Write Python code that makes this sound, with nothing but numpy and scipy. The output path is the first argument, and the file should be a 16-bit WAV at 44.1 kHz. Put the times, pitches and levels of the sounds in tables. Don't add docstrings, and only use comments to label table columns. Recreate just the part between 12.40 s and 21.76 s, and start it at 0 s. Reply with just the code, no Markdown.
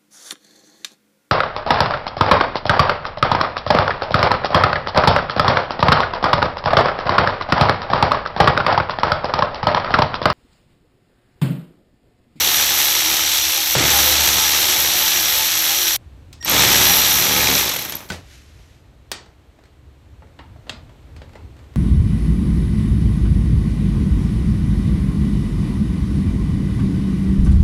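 import sys
import numpy as np
from scipy import signal
from scipy.fft import rfft, irfft, next_fast_len
from scipy.io import wavfile
from scipy.ndimage import uniform_filter1d, map_coordinates

SR = 44100
rng = np.random.default_rng(int(sys.argv[2]) if len(sys.argv) > 2 else 0)


def store_wav(level_fs):
    pcm = np.round(np.clip(np.atleast_2d(level_fs), -1, 1) * 32767)
    wavfile.write(sys.argv[1], SR, pcm.T.astype(np.int16))


def rack_gain(trim_db):
    fader = np.asarray(trim_db, float)
    return 10 ** (fader / 20)


N = 412762
FULL = 73.5


def unit(x):
    return x / np.sqrt(np.mean(x ** 2) + 1e-20)


def along(points, hz):
    f, v = np.transpose(points)
    return np.interp(np.log(hz + 1), np.log(f + 1), v)


def curves(rows, off=None):
    s, *cols = np.transpose(rows)
    t = np.arange(N) / SR
    return np.array([np.interp(t, s, c, off, off) for c in cols])


def wobble(rate):
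    knots = rng.standard_normal(int(N * rate / SR) + 4)
    return map_coordinates(knots, [np.arange(N) * rate / SR])


def filtered(x, response):
    m = next_fast_len(len(x) + 8192)
    return irfft(rfft(x, m) * response(np.fft.rfftfreq(m, 1 / SR)), m)[:len(x)]


def coloured(x, spectrum):
    return unit(filtered(x, lambda hz: rack_gain(along(spectrum, hz))))


def band(x, low_hz, top_hz):
    return signal.sosfilt(signal.butter(4, [low_hz, top_hz], "band", fs=SR, output="sos"), x)


def decays(impulses, t60):
    return signal.lfilter([1], [1, -rack_gain(-60 / (t60 * SR))], impulses)


def strikes(angle, pattern, jitter_s, scatter_db):
    out = np.zeros(N)
    for place, db in pattern:
        at = np.flatnonzero(np.diff(np.floor(angle - place)) == 1)
        luck = rng.standard_normal((N // 300, 2))[:len(at)]
        at = np.clip(at + (jitter_s * SR * luck[:, 0]).astype(int), 0, N - 1)
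        out[at] += rack_gain(db + scatter_db * (luck[:, 1] + 0.54 * wobble(2.3)[at]))
    return out


def orders(angle, multiples, levels_db, flicker_db, drift):
    out = np.zeros(N)
    for multiple, db in zip(multiples, levels_db):
        level = rack_gain(db + flicker_db * wobble(16))
        out += level * np.sin(2 * np.pi * multiple * angle + drift * wobble(22))
    return out


def garage(push_db):
    # time in seconds,
    # level in dB.
    background_curve = [(0, -5), (3.0, -1), (3.6, 2.5), (5.7, 1), (5.95, -0.5), (6.4, 0), (7.45, -1.5), (8.3, 4.5),
                        (9.36, 6.5)]
    # frequency in Hz, level in dB per Hz.
    hum_spectrum = [(15, -54.5), (25, -19), (50, -5.5), (65, 1.5), (140, -11), (162, -15.5), (194, -22),
                    (300, -18), (390, -46.5), (660, -120)]
    # frequency in Hz, level in dB per Hz.
    air_spectrum = [(120, -42), (200, -16.5), (320, -7.5), (700, -14.5), (1400, -20), (2500, -22.5),
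                    (4300, -26), (4800, -31.5), (8400, -33.5), (9300, -39.5), (12500, -37.5), (14500, -40),
                    (15800, -57)]
    # time in seconds, rustle in dB.
    sleeve = [(5.72, -36), (5.73, -41), (5.822, -61.5), (5.93, -52), (6.056, -60), (6.338, -63.5),
              (6.5, -78)]
    # frequency in Hz, level in dB per Hz.
    cloth_spectrum = [(710, -41), (1200, -7), (2000, -2), (5180, -6.5), (6230, -6), (9720, -18),
                      (11600, -13), (16000, -38)]
    background_db, = curves(background_curve)
    hum_level = (rack_gain(-47 + background_db) + rack_gain(push_db - 14)) * rack_gain(2.0 * wobble(8.3))
    hum = hum_level * coloured(rng.standard_normal(N), hum_spectrum)
    air = rack_gain(-57.5 + 0.52 * background_db) * coloured(rng.standard_normal(N), air_spectrum)
    cloth = coloured(rng.standard_normal(N) * rack_gain(0.95 * wobble(220)), cloth_spectrum)
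    return hum + air + rack_gain(curves(sleeve, off=-200)[0] + 4.0) * cloth


def panel_tones():
    # start in seconds, level in dB, pitch in Hz, t60 in seconds.
    panels = [(1.362, -17, 126, 0.27), (1.364, -24.5, 608, .12), (5.703, -21, 198, 0.078),
              (5.709, -30.5, 85.5, 0.43), (5.702, -20, 1520, 0.064), (6.725, -41, 524, 0.095),
              (6.717, -38, 3704, .23), (6.717, -38, 1880, .15), (7.821, -37, 855, 0.064),
              (7.998, -40, 1120, 0.083), (8.158, -42.5, 620, .06), (8.301, -34, 110, .15),
              (8.335, -35, 228, 0.11)]
    out, t = np.zeros(N + SR), np.arange(SR // 2) / SR
    wander = .6 * wobble(60)
    rise = 1 - np.exp(-t / 0.0017)
    for s, db, hz, t60 in panels:
        at = round(s * SR)
        phase = 2 * np.pi * hz * t + wander[at:at + len(t)]
        out[at:at + len(t)] += rack_gain(db - 60 * t / t60) * rise * np.sin(phase)
    return out[:N]


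def garage_answer(length):
    # frequency in Hz, t60 in seconds.
    room = [(200, 0.66), (2000, 0.33), (6000, 0.3), (14000, 0.063)]
    hz, u, z = signal.stft(rng.standard_normal(length), SR, nperseg=256)
    z = z * rack_gain(-60 * u / along(room, hz)[:, None])
    echo = signal.istft(z, SR, nperseg=256)[1][:length]
    knots = rng.standard_normal(200)
    return filtered(echo, lambda f: rack_gain(3 * np.interp(f / 130, np.arange(len(knots)), knots) - 2))


def ticks():
    # start in seconds, peak in dB,
    # then thud, body and edge in dB relative to the crack.
    knocks = [(1.3513, -9.5, -12, -7, -13.5), (3.9273, -31.5, -25, -14, -10),
              (4.0266, -27.5, -22, -11, -13), (5.5222, -22, -13, -8, -8), (5.7016, -18.5, -17.5, -9, -15),
              (6.716, -14.5, -21, -12.5, -10.5), (7.8199, -51, 10, 7, -20), (7.989, -33, -8, -2, -25),
              (8.2945, -17.5, -14.5, -12.5, -19), (8.7626, -37.5, -11, -7, -14),
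              (8.8164, -35.5, -3, -6, -21), (8.9531, -37, -1, -2.5, -17)]
    # start in seconds, peak in dB, dullness in dB.
    faint_taps = [(6.1923, -50, -9), (6.859, -45, -4), (7.187, -51, 3), (7.236, -47, -6.5),
                  (7.2539, -47, -12), (7.8692, -54.5, 3), (8.159, -57.5, 14), (8.492, -48, -1),
                  (8.6711, -55, 0), (8.891, -49, -3), (8.9322, -45, -3), (9.165, -46.5, -8),
                  (9.1894, -46.5, -4), (9.239, -51, -5), (9.3372, -46, -8)]
    # start in seconds, level in dB, thud, body and edge in dB.
    scrapes = [
        (5.687, -34.5, -18, -16, -10),
        (5.705, -49, 14, 8, -11.5),
        (8.266, -48, 0, -6, -21),
    ]
    # pitch in Hz, level in dB, t60 in seconds.
    steel = [(3280, 11, 0.19), (3720, 4.5, 0.26), (4340, -17.5, 0.16), (4904, -15, 0.086), (7680, -2, 0.14)]
    taps = [(s, db, dull, -1 + .45 * dull, -14.5) for s, db, dull in faint_taps]
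    contacts = [(*row, 0.032) for row in list(knocks) + taps]
    contacts += [(*row, 0.26) for row in scrapes]
    out, t = np.zeros(N + SR), np.arange(SR // 2) / SR
    for s, db, thud_db, body_db, edge_db, t60 in contacts:
        hard = db > -28
        rise = .0002 if hard else .0012
        fall = rack_gain(-60 * t / np.clip(t60, .004, .4))
        crack = rng.standard_normal(len(t)) * fall * (1 - np.exp(-t / rise))
        crack[3] += 4 * hard
        build_up = 1 - np.exp(-t / 0.0023)
        both = crack + rack_gain(-11.5) * garage_answer(len(t)) * build_up
        hit = rack_gain(thud_db + 20.5) * band(both, 130, 690)
        hit += rack_gain(body_db + 13.5) * band(both, 800, 2200)
        hit += rack_gain(2.0) * band(both, 2400, 4600)
        hit += rack_gain(edge_db + 10.0) * band(both, 4500, 8700)
        hit += rack_gain(2 * edge_db + 11.5) * band(both, 10000, 16000)
        ring = np.zeros(len(t))
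        for hz, gain_db, ring_t60 in steel:
            level = rack_gain(gain_db - 24.5 + rng.normal(0, 1.4) - 60 * t / (0.44 * ring_t60))
            ring += level * np.sin(2 * np.pi * hz * t)
        out[round(s * SR):][:len(t)] += rack_gain(db) * (hit + hard * ring)
    return out[:N]


def switch_whine():
    # pitch in Hz, level in dB rms.
    partials = [(1868, -45), (3736, -62), (5604, -41), (7472, -56), (9340, -66), (13076, -66)]
    t = np.arange(N) / SR
    swell = curves([(4.002, -25), (4.014, 3), (4.024, -6), (4.028, -6), (4.04, 4), (4.055, -3),
                    (4.07, -30)], off=-200)[0]
    tone = sum(rack_gain(db + 6) * np.sin(2 * np.pi * hz * t) for hz, db in partials)
    return rack_gain(swell) * tone


def short_tail():
    tail = curves([(3.563, -23), (3.575, -54), (3.579, -75.5)], off=-200)[0]
    return rack_gain(tail) * unit(band(rng.standard_normal(N), 2500, 15000))


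def loose_screw(angle):
    start_s, end_s, ping_hz, width_hz = 4.75, 5.32, 2410, 310
    ping = lambda f: 1j * f * width_hz / (ping_hz ** 2 - f * f + 1j * f * width_hz)
    share = np.clip((np.arange(N) / SR - start_s) / (end_s - start_s), 0, 1)
    swell = np.sqrt(np.abs(np.sin(np.pi * share)))
    hits = strikes(angle, [(.62, 0)], jitter_s=.0012, scatter_db=5.5)
    return rack_gain(-25.5) * swell * unit(filtered(hits, ping) + .25 * band(hits, 2800, 6200))


def crank():
    bursts = [
        (0, 0, .5573, 1.349, 1.349),
        (1.349, 1.349, 2.2905, 3.5635, 3.5635),
        (4.027, 4.124, 4.8182, 5.28, 5.687),
    ]
    # turns per second at the pawl drop, creep in turns per second per second,
    # lag at the start in turns per second, catch-up in seconds.
    pace = [
        (73.53, -.083, 0, .1),
        (73.45, 0, 3.9, .09),
        (73.07, .65, 97, .042),
    ]
    # time in seconds, effort in dB, pressure on the tank in dB,
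    # grip of the thread in dB.
    hand = [
        [(0, -17, -22.5, -39), (.05, -18, -19, -45), (.6, -18.5, -25, -51), (.78, -19.5, -21.5, -46),
         (.9, -19, -30, -52), (1.15, -19.5, -29.5, -50), (1.25, -20.5, -27, -64), (1.34, -19.5, -30, -50)],
        [(1.35, -21.5, -19, -45), (1.38, -17.5, -4, -40), (1.42, -17, -4, -33), (1.5, -15.5, -13.5, -34),
         (1.7, -16, -18.5, -35), (1.92, -17.5, -18, -35.5), (2.03, -17.5, -20, -43.5), (3.0, -18.5, -22, -53),
         (3.56, -19, -29.5, -55)],
        [(4.03, -12, -17.5, -35), (4.14, -14.5, -6.5, -34), (4.35, -15, -11, -35), (4.7, -16.5, -17.5, -41.5),
         (4.9, -18, -11, -38), (5.1, -18, -9.5, -35.5), (5.25, -17, -11, -43), (5.68, -15, -14.5, -41)],
    ]
    fades_db = (29.2, 23, 19, 9.7, 55)
    release_s, drag_s, friction = 5.17, .5625, 42
    t = np.arange(N) / SR
    angle, speed = np.zeros(N), np.ones(N)
    fast, level = np.zeros(N, bool), np.full((5, N), -200.)
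    for (start, first, drop, last, end), (cruise, creep, lag, catch), rows in zip(bursts, pace, hand):
        since = np.clip(t - start, 0, None)
        inside = (t >= start) & (t < end)
        rate = cruise + creep * (np.minimum(t, release_s) - drop) - lag * np.exp(-since / catch)
        coast = np.exp(-np.clip(t - release_s, 0, None) / drag_s)
        rate = np.clip((rate + friction) * coast - friction, 2, None)
        turns = np.cumsum(rate) / SR
        angle[t >= start] = (turns - turns[round(drop * SR)])[t >= start]
        speed[inside] = rate[inside]
        fast |= (t >= first) & (t < last)
        effort, pressure, grip = curves(rows)
        slip = 10 * (lag > 0) * np.exp(-since / 0.1)
        pawl_db = effort - 2.5 + 1.2 * wobble(14) - slip
        shaft_db = effort - 3 + 0.35 * pressure
        tank_db = effort + pressure - 2.5 + 0.41 * wobble(6)
        push_db = grip + .8 * wobble(8.5)
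        full = np.array([effort, pawl_db, shaft_db, tank_db, push_db])
        level = np.where(inside, full + np.outer(fades_db, np.log10(rate / FULL)), level)
    return angle, speed, fast, level


def pawl_ring(impulses):
    # pitch in Hz, width in Hz, level in dB.
    modes = [(11700, 160, -4), (12020, 150, -2), (12450, 130, 0), (12900, 260, -7), (5800, 700, -20)]

    def response(f):
        total = 0
        for k, (hz, width, db) in enumerate(modes):
            total = total + (-1) ** k * rack_gain(db) * 1j * f * width / (hz * hz - f * f + 1j * f * width)
        return total
    return filtered(impulses, response)


def fast_pawl(angle, speed, fast, on):
    # share of the turn, level in dB.
    teeth = [(0, 0), (.135, -2), (.38, -7), (.5, -9)]
    # frequency in Hz, level in dB per Hz.
    hiss_spectrum = [(5590, -41), (9500, -10), (10400, -6), (12100, 3.5), (12600, -4), (13700, -5),
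                     (15000, -2), (15700, -20)]
    drops = unit(pawl_ring(fast * strikes(angle, teeth, jitter_s=.0001, scatter_db=2.4)))
    grains = on * rng.standard_normal(N) * rack_gain(2.8 * wobble(500))
    hiss_db = -7 * (1 - speed / FULL)
    return 0.55 * drops + 0.71 * rack_gain(hiss_db) * coloured(grains, hiss_spectrum)


def slow_pawl():
    # start in seconds, peak in dB.
    single_drops = [(4.0477, -4), (4.0558, -12), (4.0966, 2), (4.1135, 0), (5.2913, -4), (5.314, -14),
                    (5.3384, -10), (5.3512, -12), (5.3638, -7), (5.3887, -16), (5.3929, -11), (5.4226, -11),
                    (5.4509, -26), (5.4504, -11), (5.496, -9.5), (5.5054, -14), (5.5535, -6), (5.567, -13)]
    impulses = np.zeros(N)
    for s, db in single_drops:
        impulses[round(s * SR)] = rack_gain(db + 25.0)
    return pawl_ring(impulses) + .03 * band(impulses, 4500, 15500)


def shaken_parts(angle, on):
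    # share of the turn, level in dB.
    slams = [(.4, -3.5), (0.62, -6.5), (0.23, -22)]
    # frequency in Hz, level in dB per Hz.
    housing_spectrum = [(940, -28), (1600, -10.5), (3030, -2.5), (3330, 0), (4050, 0), (4850, -6.5),
                        (5460, -2), (5590, -1), (5960, -0.5), (6860, -6.5), (8030, -7.5), (8970, -17),
                        (10500, -16.5), (13600, -46), (22000, -120)]
    # frequency in Hz, level in dB per Hz.
    shaft_spectrum = [(280, -42), (480, -4.5), (513, -9), (681, -2.5), (868, 2.5), (1020, -2), (1270, 0.5),
                      (1370, -1.5), (2400, 0.5), (3120, -17), (5280, -120)]
    # frequency in Hz, level in dB per Hz.
    tank_spectrum = [(59, -34.5), (100, -1), (187, -0.5), (216, -4), (383, 0), (430, -4.5), (583, -4),
                     (620, -3.5), (810, -38.5), (1360, -120)]
    noise = lambda: on * rng.standard_normal(N)
    blows = on * strikes(angle, slams, jitter_s=0.00044, scatter_db=2.5)
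    slam = decays(blows, t60=0.035)
    rattle = rack_gain(1.1 * wobble(400))
    housing = coloured(noise() * rattle * (1 + 1.1 * slam), housing_spectrum)
    housing = unit(housing + .17 * coloured(blows, housing_spectrum))
    shaft = coloured(noise() * (1 + 2.4 * slam), shaft_spectrum)
    tank = coloured(noise() * (1 + 3.1 * slam), tank_spectrum)
    return housing, shaft, tank


def crank_tones(angle, house_db, shaft_db, tank_db):
    # multiples of the crank speed, then their levels in dB.
    gear_orders = [4.39, 79, 105.36, 158]
    gear_db = [-26.5, -12.5, -26, -30]
    # multiples of the crank speed, then their levels in dB.
    yoke_orders = [5, 7, 8, 10, 11, 12, 17.5, 23]
    yoke_db = [-16, -15, -16.5, -16, -11.5, -11.5, -11, -10.5]
    # multiples of the crank speed, then their levels in dB.
    wall_orders = [1.54, 2, 2.57, 3.58, 5.3, 6.3]
    wall_db = [-10, -10, -6, -8, -14, -12]
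    gears = rack_gain(house_db + 3) * orders(angle, gear_orders, gear_db, flicker_db=2.8, drift=.8)
    yoke = rack_gain(shaft_db - 3.5) * orders(angle, yoke_orders, yoke_db, flicker_db=6.0, drift=0.13)
    pressed_db = np.where(np.arange(N) > 3.8 * SR, 3, -5)
    wall = rack_gain(tank_db + pressed_db) * orders(angle, wall_orders, wall_db, flicker_db=2.5, drift=.3)
    return gears + yoke + wall


def ratchet(angle, speed, fast, level):
    on = level[0] > -150
    house_db, pawl_db, shaft_db, tank_db, push_db = level
    housing, shaft, tank = shaken_parts(angle, on)
    noisy = rack_gain(house_db) * housing + rack_gain(shaft_db) * shaft + rack_gain(tank_db) * tank
    noisy += rack_gain(pawl_db) * fast_pawl(angle, speed, fast, on)
    noisy *= np.sqrt(on.mean())
    steady = np.clip(speed - 72, 0, 1)
    tones = steady * crank_tones(angle, house_db, shaft_db, tank_db)
    drum = rack_gain(push_db + 4.0) * np.sin(2 * np.pi * angle)
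    return on * (noisy + tones + drum) + slow_pawl()


def scene():
    angle, speed, fast, level = crank()
    background = garage(level[-1])
    contacts = ticks() + panel_tones()
    tool = ratchet(angle, speed, fast, level) + loose_screw(angle) + switch_whine() + short_tail()
    return (background + contacts + tool)[None]


def treble_dropouts(x, rare):
    hz, t, z = signal.stft(x, SR, nperseg=1024)
    field = uniform_filter1d(rng.standard_normal(z.shape), size=9, axis=0)
    field = unit(uniform_filter1d(field, size=6, axis=1))
    z = z * np.where((field > rare) & (hz[:, None] > 13300), .03, 1)
    return signal.istft(z, SR, nperseg=1024)[1][:N]


def top_cut(x):
    return signal.sosfilt(signal.butter(12, 16670, fs=SR, output="sos"), x)


def record(dry):
    soft = dry[0] / (1 + np.abs(dry[0] / .95) ** 4) ** (1 / 4)
    patchy = treble_dropouts(soft, rare=1.15)
    limited = filtered(patchy, lambda hz: np.clip((15880 - hz) / 60, .01, 1))
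    return top_cut(limited[None])


dry = scene()
out = record(dry)
store_wav(out)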